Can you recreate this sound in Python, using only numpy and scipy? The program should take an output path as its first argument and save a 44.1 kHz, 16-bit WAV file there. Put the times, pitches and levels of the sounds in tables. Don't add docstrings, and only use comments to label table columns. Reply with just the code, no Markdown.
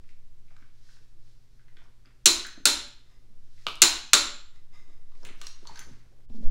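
import sys
import numpy as np
from scipy import signal
from scipy.fft import rfft, irfft
from scipy.io import wavfile

SR = 44100
rng = np.random.default_rng(int(sys.argv[2]) if len(sys.argv) > 2 else 0)


def rack_gain(trim_db):
    fader = np.asarray(trim_db, float)
    return 10 ** (fader / 20)


def materialize(psi):
    bounded = np.clip(np.atleast_2d(psi).T, -1, 1)
    quanta = np.round(bounded * 32767).astype(np.int16)
    wavfile.write(sys.argv[1], SR, quanta)


N = 286806
TIME = np.arange(N) / SR


def noise(n=N):
    return rng.standard_normal(n)


def filtered(x, order, hz, kind="low"):
    return signal.sosfilt(signal.butter(order, hz, kind, fs=SR, output="sos"), x)


def at_hz(points, hz):
    points = np.array(points)
    return np.interp(np.log(hz + 1), np.log(points[:, 0]), points[:, 1])


def rms_one(x):
    return x / np.sqrt(np.mean(x ** 2) + 1e-20)


def peak_one(x):
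    return x / np.abs(x).max()


def energy_one(x):
    return x / np.sqrt(np.sum(x ** 2))


def colour(x, spectrum, size=16384):
    cepstrum = irfft(np.log(rack_gain(at_hz(spectrum, np.arange(size // 2 + 1) * SR / size))))
    cepstrum[1:size // 2] *= 2
    cepstrum[size // 2 + 1:] = 0
    response = irfft(np.exp(rfft(cepstrum)))
    return signal.fftconvolve(x, response)[:len(x)]


def ring(clicks, hz, t60):
    r, w = rack_gain(-60 / (t60 * SR)), 2 * np.pi * hz / SR
    return signal.lfilter([0, np.sin(w)], [1, -2 * r * np.cos(w), r * r], clicks + 1e-18)


def struck(modes, levels_db, spread):
    blow = 1. * (np.arange(SR // 2) == 0)
    wide = np.minimum(np.array(modes)[:, :1] / 2500, 1)
    detune = 1 + spread * wide * rng.uniform(-1, 1, (len(modes), 4))
    out = 0
    for (hz, db, t60), more_db, factors in zip(modes, levels_db, detune):
        group = sum(ring(blow, hz * d, t60 * (2 * d - 1) ** 20) for d in factors)
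        out = out + rack_gain(db + more_db) * group
    return out


def drift(rate):
    r = np.exp(-80 * np.pi * rate / SR)
    slow = signal.lfilter([1], [1, -2 * r, r * r], noise(N // 40 + 4002))[4000:]
    return np.interp(np.arange(N) / 40, np.arange(len(slow)), rms_one(slow))


def strokes(rows, rest_db=-110):
    levels_db = [db - 10 * np.where(TIME < s, (s - TIME) / rise, (TIME - s) / fall)
                 for s, db, rise, fall in rows]
    return rack_gain(np.maximum(rest_db, np.max(levels_db, axis=0)))


def add(out, s, sound):
    i = round(s * SR)
    out[i:i + len(sound)] += sound[:N - i]


# (frequency [Hz], level [dB])
PORT_RESPONSE = [(7600, 0), (8800, 0), (10000, 0), (11300, 4), (13000, -3), (14800, -3), (15650, 6.5),
                 (16300, -6)]


def snaps(events, spectra, modes, lines, rise_s, rattle_s, ring_db, crack_hz, send_db):
    out, t = np.zeros((2, N)), np.arange(SR // 2) / SR
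    click = 1. * (t == 0)
    swell = 1 - np.exp(-(t / .0006) ** 2)
    for (s, db, *echoes_db), spectrum in zip(events, spectra):
        body = rack_gain(ring_db) * energy_one(struck(modes, np.zeros(len(modes)), spread=0.013))
        clear = sum(rack_gain(line_db - 20) * ring(click, hz, t60) for hz, line_db, t60 in lines)
        shape = (1 - np.exp(-(t / rise_s) ** 2)) * np.exp(-t / rattle_s)
        crack = colour(shape * noise(len(t)), spectrum)
        crack = filtered(crack, 2, crack_hz, "high")
        direct = rack_gain(db) * (peak_one(crack) + swell * (3.0 * body + clear))
        add(out[0], s - rise_s, direct)
        dull = filtered(direct, 2, 8000)
        for lag_s, echo_db in zip((.0057, .0082, .0168), echoes_db + [-10]):
            add(out[0], s - rise_s + lag_s, rack_gain(echo_db) * dull)
        whole = energy_one(colour(click, spectrum)) + body
        add(out[1], s, rack_gain(db + send_db) * whole)
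    return np.array([colour(x, PORT_RESPONSE) for x in out])


# (time [s], peak [dB], first echo [dB], second echo [dB])
BREAKS = [
    (2.2582, 5, -6, -4),
    (3.8189, 5, -3, -7),
]
# (frequency [Hz], level [dB per Hz])
CLICK_SPECTRA = [
    [(88, -64.5), (150, -38), (226, -16), (345, 1.5), (470, -17), (600, -11), (760, -18), (1000, -9),
     (1270, -11), (1490, -10), (1640, -17), (3000, -8), (3600, -6), (4050, 2), (4400, -1), (4830, -5.5),
     (7150, -4.5), (9790, -12.5), (16300, -26.5)],
    [(88, -55.5), (150, -28), (292, -9), (516, -15.5), (967, -7), (1250, -11), (1520, -6), (1740, -11.5),
     (2300, -12), (2700, -6), (3500, -7), (4150, 0), (4800, -6), (6480, -6.5), (7150, -3), (7890, -9),
     (16300, -25.5)],
    [(88, -66.5), (150, -40), (270, -7), (516, -24.5), (581, -9), (640, -24), (948, -12), (1070, -23.5),
     (1150, -18.5), (1450, -8), (1900, -17), (3300, -13), (3700, -7), (4150, -4), (4600, -10), (5020, -10),
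     (8500, -12), (16300, -32)],
    [(88, -66), (150, -39), (290, -8), (506, -19.5), (581, -5.5), (640, -20), (1000, -12), (1400, -5),
     (1800, -13), (2580, -12), (3300, -12), (3650, -6), (4200, -4), (4600, -8), (5020, -10.5), (7290, -8),
     (8040, -14), (16300, -34)],
]
# (frequency [Hz], level [dB], t60 [s])
BREAK_MODES = [(235, -22, .35), (340, -15, .18), (2560, -8, .15), (2960, -10, .15), (4020, -2, .12),
               (4150, -1, .2), (4330, -6, .08), (5430, -7, .05), (6300, -16, 0.3), (7550, -11, .1),
               (7110, -1.5, 0.2), (8750, -8, .07), (11210, -12, .04), (15600, -17, .1)]
# (frequency [Hz], level [dB], t60 [s])
BREAK_LINES = [(2660, -22, .3), (3000, -22, .3), (3997, -18, .3), (4128, -22, .5), (5640, -25, .3),
               (6288, -27, .7), (7120, -22, .3), (6960, -24, .3), (7890, -27, .3), (8850, -26, .2),
               (15700, -30, .15)]


def break_overs():
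    return snaps(BREAKS, CLICK_SPECTRA[:2], BREAK_MODES, BREAK_LINES, rise_s=.0003, rattle_s=.0023,
                 ring_db=-7, crack_hz=2800, send_db=10.5)


# (time [s], peak [dB], first echo [dB], second echo [dB])
RESETS = [
    (2.6550, 2, -7, -8),
    (4.1333, 2.5, -5, -7),
]
# (frequency [Hz], level [dB], t60 [s])
RESET_MODES = [(230.9, -23.5, 0.36), (586, -18.5, 0.4), (1440, -3, .05), (3640, -3, .12), (4110, 1, .25),
               (3820, -4, .15), (4250, 0, 0.14), (4490, -4, .14), (5500, -9.5, 0.18), (7000, -9, .1),
               (7150, -3, .2), (7250, -3, .26), (10600, -11, 0.08)]
# (frequency [Hz], level [dB], t60 [s])
RESET_LINES = [(2760, -22, .4), (3580, -22, .3), (4230, -22, .4), (4340, -23, .4), (4460, -22, .5),
               (5604, -22, .35), (7170, -28, .5), (7270, -28, .5), (15500, -27, .15), (15720, -29, .15)]


def resets():
    return snaps(RESETS, CLICK_SPECTRA[2:], RESET_MODES, RESET_LINES, rise_s=.0004, rattle_s=.0019,
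                 ring_db=-6, crack_hz=2000, send_db=11.5)


# (time [s], peak [dB], first echo [dB], second echo [dB])
SLIPS = [
    (3.6677, -11, -20, -12),
]
# (frequency [Hz], level [dB per Hz])
SLIP_SPECTRUM = [(88, -43), (150, -14), (612, -9), (850, -13), (1250, 0.5), (1980, -21.5), (2270, -13),
                 (2920, -1), (4300, -8), (5500, -18), (7920, -25), (9500, -29), (13000, -30), (16000, -38)]
# (frequency [Hz], level [dB], t60 [s])
SLIP_MODES = [(1020, -8, .1), (1180, -10, .1), (1300, -7, .08), (2335, -7, .3), (2550, -10, .1),
              (2879, -3, .08), (2970, -4, .2), (3650, -8, .08), (4100, -8, .08)]
# (frequency [Hz], level [dB], t60 [s])
SLIP_LINES = [(2341, -9, .45), (2540, -13, .3), (2963, -9, .35)]


def spanner_slip():
    return snaps(SLIPS, [SLIP_SPECTRUM], SLIP_MODES, SLIP_LINES, rise_s=.00003, rattle_s=.00005,
                 ring_db=-12, crack_hz=500, send_db=8.0)


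def touches(events, modes, tick_db, ring_db):
    out, t = np.zeros(N), np.arange(SR // 2) / SR
    octaves = np.log2(np.array(modes)[:, 0] / 6000)
    for s, db, bright_db in events:
        tick = colour(np.exp(-t / .001) * noise(len(t)), RUSTLE_SPECTRUM)
        levels_db = bright_db * octaves + 2 * noise(len(modes))
        tone = struck(modes, levels_db, spread=0.016) * (1 - np.exp(-(t / .0003) ** 2))
        add(out, s, rack_gain(db - 7) * (rack_gain(ring_db) * peak_one(tone) + rack_gain(tick_db) * peak_one(tick)))
    return out


# (time [s], peak [dB], brightness [dB per octave])
SOCKET_TOUCHES = [
    (5.415, -23.5, 0),
    (5.468, -21, -1),
]
# (frequency [Hz], level [dB], t60 [s])
SOCKET_MODES = [(3770, -2, 0.21), (4160, 2, 0.063), (4700, 0.5, .03), (5500, -5, 0.04), (6400, -5, .2),
                (7500, -10, .2), (8500, -2, 0.025), (10300, -5, 0.068), (15000, -18, .1), (15700, -20, .1)]


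def socket():
    return touches(SOCKET_TOUCHES, SOCKET_MODES, tick_db=1.5, ring_db=-7.5)


# (time [s], peak [dB], brightness [dB per octave])
SPANNER_TOUCHES = [
    (5.672, -24, -12),
    (5.758, -28.5, -9),
    (5.774, -33, -14),
    (5.792, -21.5, 2.5),
]
# (frequency [Hz], level [dB], t60 [s])
SPANNER_MODES = [(2950, -22, 0.04), (4150, -6, .03), (4500, -2, 0.07), (6210, 10, 0.012), (7000, -7, 0.12),
                 (9700, -6, 0.06), (12200, -16, .04), (14100, -11, 0.05)]


def spanner():
    return touches(SPANNER_TOUCHES, SPANNER_MODES, tick_db=-4, ring_db=-2.5)


def bursts(events, burst_s, gain_db, order):
    out, t = np.zeros(N), np.arange(SR // 6) / SR
    for s, db, hz, width in events:
        contact = np.exp(-t / burst_s) * noise(len(t))
        edge = 1 + np.clip(width, .03, 3) / 2
        sound = filtered(contact, order, [hz / edge, hz * edge], "band")
        sound = filtered(sound, 2, min(3.0 * hz, .45 * SR))
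        add(out, s, rack_gain(db + gain_db) * peak_one(sound))
    return out


# (time [s], peak [dB], centre [Hz], width [centres])
KNOCKS = [(0.039, -55, 1700, 0.4), (0.091, -45, 2390, 0.89), (0.483, -55, 2200, .5),
          (0.507, -51, 1700, .35), (.512, -54, 700, .8), (0.565, -46.5, 1530, 0.96),
          (0.625, -47, 1700, 0.4), (0.659, -63, 1940, 0.67), (0.891, -50, 1650, 0.15),
          (0.969, -52, 1600, 0.3), (1.595, -53, 1600, 0.27), (1.683, -50.5, 1731, 0.15),
          (1.769, -43.5, 2400, 0.15), (1.771, -49, 1600, .2), (1.819, -50.5, 850, 0.4),
          (1.858, -55.5, 904, 0.52), (2.052, -52, 1500, 0.3), (2.058, -50, 2400, .15),
          (2.449, -28, 1520, 0.25), (2.468, -35, 1600, .4), (3.579, -51.5, 1990, 0.4),
          (5.12, -53.5, 970, 0.65), (5.231, -44, 838, 0.48), (5.251, -34, 2600, 0.9),
          (5.289, -37, 1240, 0.58), (5.416, -37.5, 1180, 1), (5.439, -38, 2750, 0.18),
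          (5.654, -42, 971, 0.2), (5.696, -44, 948.5, 0.16), (5.729, -47, 900, 0.15),
          (5.773, -41, 3020, 0.4), (5.757, -42, 1550, .08), (5.78, -44, 950, .3), (5.808, -44, 1570, .08)]


def dull_knocks():
    return bursts(KNOCKS, burst_s=.0014, gain_db=-3, order=1)


# (time [s], peak [dB], centre [Hz], width [centres])
TICKS = [(.090, -62, 5000, 1.2), (.566, -50, 3300, .5), (.567, -60, 6500, .3), (.62, -63, 4900, 1.1),
         (1.770, -51, 4200, 0.2), (1.84, -56, 5200, .2), (2.057, -52.5, 5000, .12), (2.467, -31, 5500, .8),
         (2.467, -34, 8600, .3), (2.468, -40, 12500, .5), (2.882, -54, 10840, 1.1), (3.756, -31, 6500, .9),
         (5.12, -56, 2500, 1.2), (5.153, -52, 2500, 1.1), (5.232, -46, 5400, .15), (5.250, -33, 5200, .6),
         (5.469, -31, 5500, .08), (5.471, -34, 4300, .5), (2.2572, -26, 6000, .8), (2.6525, -42, 7000, .8),
         (3.818, -28, 6000, .8), (6.3, -58, 3000, .6), (5.241, -50, 1000, .3), (5.695, -38, 930, 0.2),
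         (5.774, -38, 5000, .2), (5.251, -48, 15040, 0.06), (5.270, -42, 7000, .5), (5.278, -45, 8000, .3),
         (5.254, -46, 8500, .4), (5.356, -56, 9000, .4), (5.404, -56, 7000, .4), (5.422, -42, 3900, .15),
         (5.438, -56, 15200, .1), (5.653, -47, 3900, .3), (5.668, -45, 4000, .7), (3.613, -58, 7500, .6),
         (4.114, -56, 11000, .5), (5.384, -57, 13500, .3)]


def sharp_ticks():
    return bursts(TICKS, burst_s=.0005, gain_db=-1.5, order=2)


# (time [s], peak [dB], centre [Hz], width [centres])
THUMPS = [(.10, -57, 250, .9), (.62, -52.5, 245, 0.31), (1.01, -59, 380, 0.68), (1.15, -63, 332, 0.17),
          (2.06, -57, 245, 0.36), (2.573, -38, 250, .6), (2.575, -46, 550, .6), (2.60, -44, 230, 0.6),
          (5.30, -44.5, 258.5, .9), (5.625, -45.5, 300, 1.4), (5.906, -45, 240, 0.4), (5.905, -46, 125, .5),
          (5.80, -50, 190, .6), (3.3, -54, 200, .3), (6.296, -41.5, 218.5, 0.32), (6.34, -37, 226, .25),
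          (6.38, -38, 235, 0.3), (6.401, -33, 215, 0.18), (6.425, -46, 520, .3), (6.447, -45, 550, 0.44)]
# (time [s], peak [dB], centre [Hz], width [centres])
JOLTS = [
    (3.668, -42, 170, .8),
    (3.819, -35, 90, 1.2),
    (4.134, -42, 130, .8),
]


def thumps():
    return (bursts(THUMPS, burst_s=.01, gain_db=-4.5, order=2)
            + bursts(JOLTS, burst_s=.007, gain_db=-4.0, order=2))


# (peak time [s], level [dB], time to gain 10 dB [s], to lose 10 dB [s])
DRAGS = [
    (3.12, -78, .06, .07),
    (4.555, -76, .015, .04),
    (4.74, -71, .015, .12),
    (4.9, -78, .1, .12),
]
# (frequency [Hz], level [dB], t60 [s])
SLACK_MODES = [(1230, -5, .03), (2060, 1, .015), (3700, 1, .008), (5050, -1, .012), (6310, -4, .008),
               (2600, 8, .002), (5000, 3, .0015)]


def drag():
    grains = strokes(DRAGS) * noise() * rack_gain(2.65 * rng.exponential(1, N))
    return rack_gain(-17) * sum(rack_gain(db) * ring(grains, hz, t60) for hz, db, t60 in SLACK_MODES)


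# (peak time [s], level [dB], time to gain 10 dB [s], to lose 10 dB [s])
SCRAPES = [
    (.62, -72, .1, .07),
    (.96, -76, .1, .08),
    (1.82, -70, .06, .08),
    (2.07, -68, .01, .1),
    (5.27, -63, .02, .12),
    (5.46, -62, .05, .1),
    (5.79, -59.5, .14, .15),
]


def scrape():
    grains = noise() * rack_gain(3.0 * rng.exponential(1, N))
    return strokes(SCRAPES) * rack_gain(2.5 * drift(30)) * rms_one(filtered(grains, 2, [1000, 2300], "band"))


# (peak time [s], level [dB], time to gain 10 dB [s], to lose 10 dB [s])
RUBS = [(.1, -74, .15, .1), (.6, -74, .2, .2), (.93, -63, .13, .12), (1.29, -71, .12, .2),
        (1.55, -77, .2, .2), (1.85, -76, .2, .15), (3.65, -63, .15, .06), (5.26, -64, .12, .08),
        (5.45, -55, .05, .09), (5.8, -58.5, .2, .15), (6.365, -67, .05, .03), (6.44, -65, .04, .05)]
# (peak time [s], level [dB], time to gain 10 dB [s], to lose 10 dB [s])
GRIPS = [(1.7, -68, .05, .3), (1.88, -66, .2, .03), (2.058, -67, .02, .12), (5.252, -53, .05, .14),
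         (5.72, -52, .08, .04), (4.92, -66, .2, .15), (3.3, -68, .2, .3), (5.9, -60, .15, .1),
         (6.15, -63, .15, .1), (6.304, -55, .015, .015), (6.35, -58, .015, .015), (6.406, -59, .02, .04),
         (6.45, -55, .03, .02)]
# (frequency [Hz], level [dB per Hz])
RUSTLE_SPECTRUM = [(700, -18), (1500, -4), (2600, -7), (4000, -1), (5500, -1), (7500, -10), (11000, -18),
                   (15000, -27)]


def jacket():
    grains = noise() * rack_gain(1.5 * rng.exponential(1, N))
    rustle = strokes(RUBS, rest_db=-83) * rack_gain(0.64 * drift(19)) * rms_one(colour(grains, RUSTLE_SPECTRUM))
    scuff = filtered(filtered(noise(), 1, [150, 500], "band"), 2, 700)
    return rustle + strokes(GRIPS) * rack_gain(-7 + 4.3 * drift(17)) * rms_one(scuff)


# (time [s], peak [dB], half width [s])
GRABS = [
    (6.35, -23, 0.029),
    (6.392, -26, .018),
    (6.471, -7.5, .0155),
]
# (time [s], peak [dB], half width [s])
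PULLS = [
    (6.308, -29, .012),
    (6.512, -15, .008),
]


def camera_grab():
    def pulses(rows):
        return sum(rack_gain(db) * np.exp(-.5 * ((TIME - s) / half_s) ** 2) for s, db, half_s in rows)
    return pulses(GRABS) - pulses(PULLS)


# (frequency [Hz], t60 [s])
ROOM_T60 = [(200, 0.49), (530, 0.41), (1390, 0.48), (3680, 0.49), (7000, .36), (10500, .3), (15000, 0.24)]


def workshop(x):
    t, tail = np.arange(SR) / SR, 0
    edges_hz = 120 * 2 ** np.arange(0, 7.6, .5)
    for low, high in zip(edges_hz, edges_hz[1:]):
        band = filtered(noise(SR), 2, [low, high], "band")
        tail = tail + band * rack_gain(-60 * t / at_hz(ROOM_T60, np.sqrt(low * high)))
    tail = tail * (1 - np.exp(-(t / .002) ** 2))
    return rack_gain(-4) * signal.fftconvolve(x, energy_one(tail))[:N]


def stand():
    hz, lag_s, half_s = 47, .11, .05
    return sum(rack_gain(-50) * np.sqrt(2) * np.exp(-.5 * ((TIME - s - lag_s) / half_s) ** 2)
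               * np.sin(2 * np.pi * hz * (TIME - s)) for s, *_ in BREAKS + RESETS)


# (frequency [Hz], level [dB])
HUM = [
    (120, -2.5),
    (240, -18),
    (360, -23),
]


def mains_hum():
    duck = sum((TIME > s) * np.exp(-np.abs(TIME - s) / .15) for s, *_ in BREAKS + RESETS)
    hum = sum(np.sqrt(2) * rack_gain(db) * np.sin(2 * np.pi * hz * TIME) for hz, db in HUM)
    return rack_gain(-66 - 8 * duck + 1.2 * drift(4.0)) * hum


# (peak time [s], level [dB], time to gain 10 dB [s], to lose 10 dB [s])
SHOVES = [
    (.001, -52, .02, .03),
    (2.66, -56, .06, .05),
    (2.88, -60, .06, .06),
    (3.82, -50, .02, .03),
    (4.14, -58, .04, .05),
    (5.7, -58, .05, .04),
    (5.9, -53, .15, .2),
    (6.3, -43, .02, .1),
    (6.5, -33, .06, .05),
]


def rumble():
    return strokes(SHOVES, rest_db=-67) * rack_gain(-4.5) * rms_one(filtered(noise(), 2, [38, 85], "band"))


# (time [s], level [dB])
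SWAY = [(0.0, -41), (0.08, -35), (1.1, -43), (1.19, -36), (1.49, -51), (1.77, -38), (2.17, -56),
        (2.36, -42), (3.14, -49), (3.4, -35), (4.16, -46), (4.31, -39), (5.21, -31), (5.95, -38),
        (6.08, -50), (6.2, -41)]


def air_sway():
    sway_db = np.interp(TIME, *np.transpose(SWAY))
    hz = 6.8 * (1 + 0.068 * drift(1.5))
    sway = np.sqrt(2) * np.sin(2 * np.pi * np.cumsum(hz) / SR - .8)
    swell = filtered(noise(), 2, [10, 30], "band")
    return rack_gain(sway_db) * sway + rack_gain(-58) * rms_one(swell)


# (frequency [Hz], level [dB per Hz])
FLOOR_SPECTRUM = [(26, -8), (48, -16), (65, -16), (133, -18), (170, -26), (394, -31), (480, -33),
                  (661, -38), (5240, -43), (14400, -53), (16300, -62)]


def floor_noise():
    return rack_gain(-63) * rms_one(colour(noise(), FLOOR_SPECTRUM))


def dropout():
    start_s, back_s, edge_s = 6.264, 6.264 + .021, .008
    gap = np.clip(np.minimum(TIME - start_s, back_s - TIME) / edge_s + 1, 0, 1)
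    return rack_gain(-15 * gap + 1.5 * (TIME > back_s) * np.exp(-np.abs(TIME - back_s) / .1))


def scene():
    near, sent = break_overs() + resets() + spanner_slip()
    near = filtered(near, 5, 200, "high")
    sent = filtered(sent, 5, 205, "high")
    dull, sharp, soft_blows = dull_knocks(), sharp_ticks(), thumps()
    steel = socket() + spanner() + drag()
    room = workshop(sent + rack_gain(4) * dull + rack_gain(-4) * sharp + rack_gain(-4.5) * steel + rack_gain(-6.5) * soft_blows)
    creep = rack_gain(.72 * np.minimum(TIME, 5.0))
    soft = dropout() * (creep * room + floor_noise() + jacket() + scrape())
    soft = signal.sosfilt(signal.ellip(12, .5, 60, 15800, fs=SR, output="sos"), soft)
    low = air_sway() + rumble() + mains_hum() + camera_grab() + stand()
    return (near + dull + sharp + steel + soft_blows + soft + low)[None]


def top_cut(x):
    return signal.sosfilt(signal.butter(12, 16450, fs=SR, output="sos"), x)


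def record(dry):
    mix = np.clip(dry, -1, 1)
    return top_cut(mix)


dry = scene()
out = record(dry)
materialize(out)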